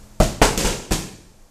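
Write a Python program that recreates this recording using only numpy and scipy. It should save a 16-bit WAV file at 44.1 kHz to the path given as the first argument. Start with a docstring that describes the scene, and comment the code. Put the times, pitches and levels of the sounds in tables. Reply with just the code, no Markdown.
"""In a gym, close to a small microphone, a heavy sand-filled ball is slammed onto a mat and knocks five times.
Each blow displaces a deep puff of air, excites the modes of the rubber shell, slaps the mat and shakes the
fill. Sharp snaps, one thin ping and a few soft bumps of the shell go with the blows. The gym answers with a
short bright reverberation over the rumble and hum of its ventilation, and the hardest blows overload the
recorder."""
import sys
import numpy as np
from scipy import signal
from scipy.fft import rfft, irfft
from scipy.io import wavfile
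from scipy.ndimage import uniform_filter1d

SR = 44100
rng = np.random.default_rng(int(sys.argv[2]) if len(sys.argv) > 2 else 0)


def to_wav(s):
    """Save 16-bit WAV."""
    ch = np.atleast_2d(s).T  # columns
    pcm = np.round(np.clip(ch, -1, 1) * 32767)  # PCM
    wavfile.write(sys.argv[1], SR, pcm.astype(np.int16))


N = 66150

# Modes of the rubber shell. Each row: frequency in Hz, relative level in dB, nominal T60 in seconds.
SHELL_MODES = [(108.4, -10.5, 0.18), (150.8, -11, 0.27), (187.3, -0.5, 0.1), (206, -8.5, 0.13),
               (336.7, -6, 0.11), (446, -7.5, 0.11)]
SHELL_SEND_DB = -6.5  # the shell's feed to the reverberation
CONTACT_RISE_S = 0.00062


def amp(db):
    """Amplitude ratio of a level in decibels."""
    return 10 ** (np.asarray(db) / 20)


def unit(x):
    """Normalisation to an rms of 1."""
    return x / np.sqrt(np.mean(x ** 2) + 1e-20)


def since(start):
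    """Seconds elapsed since an onset, zero before it."""
    return np.maximum(np.arange(N) / SR - start, 0)


def curve_at(points, hz):
    """Interpolation along a logarithmic frequency axis."""
    f, value = np.transpose(points)
    return np.interp(np.log(hz + 1), np.log(f + 1), value)


def colour(x, spectrum):
    """Spectral shaping of a steady noise, at an rms of 1."""
    hz = np.fft.rfftfreq(N, 1 / SR)
    return unit(irfft(rfft(x) * amp(curve_at(spectrum, hz)) * (hz > 18), N))


def envelope(t, rise, hold, fade):
    """Linear rise, hold and exponential decay, timed in the units of t."""
    return np.minimum(t / rise, 1) * np.exp(-np.maximum(t - rise - hold, 0) / fade)


def modes(t, table, rise_s=0.002):
    """Free vibration: a sum of damped modes excited together."""
    ring = sum(amp(db - 60 * t / t60) * np.sin(2 * np.pi * hz * t) for hz, db, t60 in table)
    return ring * np.minimum(t / rise_s, 1)


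def contact_noise(spectrum):
    """Dense vibration: coloured noise, evened out by a constant-amplitude copy of itself."""
    noise = colour(rng.standard_normal(N), spectrum)
    even = np.cos(np.angle(signal.hilbert(noise)))
    return unit(even + 0.63 * noise)


def ventilation(hum_fade_db_per_s=9.5):
    """Background noise: broadband rumble and hiss with a faint tonal hum, all slowly fading."""
    # Air noise spectrum. Each row: frequency in Hz, relative density in dB.
    air_spectrum = [(20, 17.5), (50, 2.5), (85, 1), (160, -10), (260, -10.5), (500, -11.5), (900, -14),
                    (1400, -19.5), (3000, -25.5), (7000, -20.5), (10000, -26.5), (14000, -30.5)]
    # Course of the air noise. Each row: time in seconds, level in dB.
    air_levels = [(0, -42.5), (.2, -46), (1.5, -49.5)]
    # Hum tones. Each row: frequency in Hz, initial rms level in dB.
    hum_tones = [(118.4, -54.5), (209, -53)]
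    t = since(0)
    air = colour(rng.standard_normal(N), air_spectrum) * amp(np.interp(t, *np.transpose(air_levels)))
    hum = sum(amp(db) * np.sin(2 * np.pi * (hz * t + rng.random())) for hz, db in hum_tones)
    return air + np.sqrt(2) * hum * amp(-hum_fade_db_per_s * t)


def gym_response(delay_s=0.005, build_s=0.0071):
    """Impulse response: dense reflections build up, then each band decays at its own rate."""
    # Reverberation times. Each row: frequency in Hz, T60 in seconds.
    decay_times = [(50, 0.95), (170, 0.84), (500, 0.82), (1200, 0.7), (3000, 0.74), (7000, 0.73),
                   (13000, 0.56)]
    hz, t, bands = signal.stft(rng.standard_normal(N), SR, nperseg=256)
    bands *= amp(-60 * t / curve_at(decay_times, hz)[:, None])
    tail = signal.istft(bands, SR, nperseg=256)[1][:N]
    early_boost = 1 + amp(-0.5) * np.exp(-since(0) / 0.083)  # near walls and ceiling
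    tail *= np.minimum(since(delay_s) / build_s, 1) * early_boost
    return tail / np.linalg.norm(tail)


def reverberation(x, tails=4, cycle_hz=29.97):
    """Diffuse field: the sound feeds several uncorrelated tails in turn."""
    turn = cycle_hz * since(0)
    feeds = np.array([np.maximum(np.cos(2 * np.pi * (turn - k / tails)), 0) for k in range(tails)])
    feeds /= np.linalg.norm(feeds, axis=0)
    return sum(signal.fftconvolve(x * feed, gym_response())[:N] for feed in feeds)


def thin_ping(start_s=0.577, hz=13313, db=-37, t60_s=0.26):
    """A single high, lightly damped mode, as of a small piece of metal."""
    return modes(since(start_s), [(hz, db, t60_s)])


def soft_bumps():
    """Weak excitation of the shell's modes: a second pulse just after the fifth blow, then soft contacts as the
    ball settles."""
    # Soft contacts. Each row: start in seconds, level in dB.
    bumps = [(0.915, -18.5), (.99, -26), (1.135, -36.5)]
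    return sum(amp(db) * modes(since(start), SHELL_MODES) for start, db in bumps)


def sharp_snaps():
    """Broadband transients as the ball lands and rebounds."""
    # Snaps. Each row: start in seconds, level in dB, decay time in seconds.
    snaps = [(0.2008, -20.5, 0.0025), (0.232, -31, 0.014), (0.416, -20.5, 0.0031), (0.421, -17.5, 0.0052),
             (0.5762, -15.5, 0.0012), (0.65, -26, 0.003), (.66, -36, 0.004), (0.9082, -30.5, 0.0079),
             (0.9201, -19.5, 0.0082), (0.931, -24.5, 0.0077)]
    # Snap spectrum. Each row: frequency in Hz, relative density in dB.
    spectrum = [(800, -13.5), (1800, -1), (3000, -5), (4600, -1.5), (6000, -1.5), (8000, -1), (10500, -6.5),
                (13500, -9.5)]
    pulses = sum(amp(db) * envelope(since(start), CONTACT_RISE_S, hold=0.00039, fade=fade)
                 for start, db, fade in snaps)
    return contact_noise(spectrum) * pulses


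def sand_fill(t, landing_s, grains_per_s=14000, spread_db=0.5, clump_db=1.5, clump_s=0.0013):
    """Shot noise: clumps of sand grains strike the inside of the shell."""
    # Grain spectrum. Each row: frequency in Hz, relative density in dB.
    spectrum = [(300, -9), (1200, -5), (2500, -2.5), (4500, -2.5), (7400, -0.5), (9000, -5.5),
                (10500, -12.5), (14000, -17)]
    grains = rng.standard_normal(N) * amp(spread_db * np.minimum(rng.exponential(1, N), 4))
    grains *= rng.random(N) < grains_per_s / SR
    clumps = unit(uniform_filter1d(rng.standard_normal(N), int(clump_s * SR)))
    hiss = colour(grains * amp(clump_db * clumps), spectrum)
    return hiss * envelope(t, landing_s, hold=0.026, fade=0.037)


def skin_slap(t):
    """Contact noise of the skin: a midrange burst that dies as the ball flattens."""
    # Slap spectrum. Each row: frequency in Hz, relative density in dB.
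    spectrum = [(150, -25), (600, 1), (920, 4), (1150, -6), (1400, -1.5), (1750, -8), (2150, -8),
                (3200, -12.5), (7000, -37), (14000, -54)]
    return contact_noise(spectrum) * envelope(t, CONTACT_RISE_S, hold=0.0063, fade=0.036)


def hollow_knock(t, stretch):
    """Transient and resonance: a short noise burst with a hollow ring."""
    # Burst spectrum. Each row: frequency in Hz, relative density in dB.
    spectrum = [(200, -6.5), (480, -10.5), (600, 3), (670, 3.5), (770, 0), (900, -62), (1300, -9.5),
                (2500, -36)]
    # Ring modes. Each row: frequency in Hz, relative level in dB, T60 in seconds.
    hollow_modes = [(637.6, -3.5, 0.17), (675, -8, 0.24), (703, -9, 0.11), (758, -10, 0.11)]
    burst = contact_noise(spectrum) * envelope(t / stretch, CONTACT_RISE_S, hold=0.0034, fade=0.018)
    return burst + modes(t, hollow_modes)


def mat_thud(t):
    """Damped vibration of the struck mat: a low burst of noise."""
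    # Thud spectrum. Each row: frequency in Hz, relative density in dB.
    spectrum = [(40, -9), (90, 1), (160, 1.5), (300, -0.5), (450, 2.5), (650, -7.5), (1200, -38),
                (4000, -48)]
    return contact_noise(spectrum) * envelope(t, CONTACT_RISE_S, hold=0.013, fade=0.023)


def air_push(start, rise_s, hz=36.3):
    """Air displaced from under the ball gives a damped pressure swing, which the walls reflect."""
    # Wall reflections. Each row: delay in seconds, relative level in dB.
    echoes = [(0.056, -14), (.083, -37), (0.124, -20.5)]
    pressure = np.zeros(N)
    for delay, db in [(0, 0), *echoes]:
        t = since(start + delay)
        pressure += amp(db) * np.cos(2 * np.pi * hz * t) * envelope(t, rise_s, hold=0, fade=0.024)
    return pressure


def blow(start, push_db, shell_db, thud_db, knock_db, slap_db, fill_db, landing_s, echo_db,
         ring_stretch, contact_stretch, push_rise_s):
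    """Impact excitation: the direct sound of one blow and its feed to the reverberation."""
    t = since(start)
    shell = modes(t, [(hz, db, t60 * ring_stretch) for hz, db, t60 in SHELL_MODES])
    layers = np.array([amp(shell_db) * shell,
                       amp(thud_db) * mat_thud(t / contact_stretch),
                       amp(knock_db) * hollow_knock(t, contact_stretch),
                       amp(slap_db) * skin_slap(t / contact_stretch),
                       amp(fill_db) * sand_fill(t, landing_s)])
    sends = amp([SHELL_SEND_DB, -3.5, -14.5, -6, -3.5])  # one per layer
    direct = amp(push_db) * air_push(start, push_rise_s) + layers.sum(0)
    return np.array([direct, amp(echo_db) * (sends @ layers)])


def scene():
    """Superposition of direct sound, reverberation and background noise."""
    # Impacts. Each row: start in seconds; levels of push, shell, thud, knock, slap and fill in dB;
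    # landing time of the fill in seconds; reverberation gain in dB; stretch factors for the shell's
    # ring and for the contact; rise of the push in seconds.
    blows = [(0.2016, -5.5, -7, -22, -10.5, -23.5, -26, 0.0025, -1, 0.86, 0.79, 0.0015),
             (0.4159, -6, -28.5, -11, -20, -9.5, -19.5, .004, -3.5, 0.99, .75, 0.00073),
             (.573, -20, -21, -24.5, -57, -56, -24.5, 0.0034, 3, 0.9, 1.58, 0.0014),
             (0.6452, -10.5, -21.5, -23, -55, -26, -25.5, 0.0063, 1, 1.06, 1.26, 0.0069),
             (.909, -13.5, -17.5, -22.5, -32.5, -27, -26, 0.0081, -2.5, 1.23, 1.04, .005)]
    direct, sent = sum(blow(*row) for row in blows)
    snaps, bumps, ping = sharp_snaps(), soft_bumps(), thin_ping()
    sent = sent + amp(-2) * snaps + amp(SHELL_SEND_DB) * bumps + amp(-9) * ping
    return (direct + snaps + bumps + ping + reverberation(sent) + ventilation())[None]


def record(dry, ceiling=0.78, knee=3.5, cutoff_hz=14250):
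    """Soft saturation: the recorder rounds off the highest peaks, then limits the band."""
    rounded = dry / (1 + abs(dry / ceiling) ** knee) ** (1 / knee)
    lowpass = signal.firwin(401, cutoff_hz, window=("kaiser", 9), fs=SR)
    return signal.oaconvolve(rounded, lowpass[None], "same")


dry = scene()
out = record(dry)
to_wav(out)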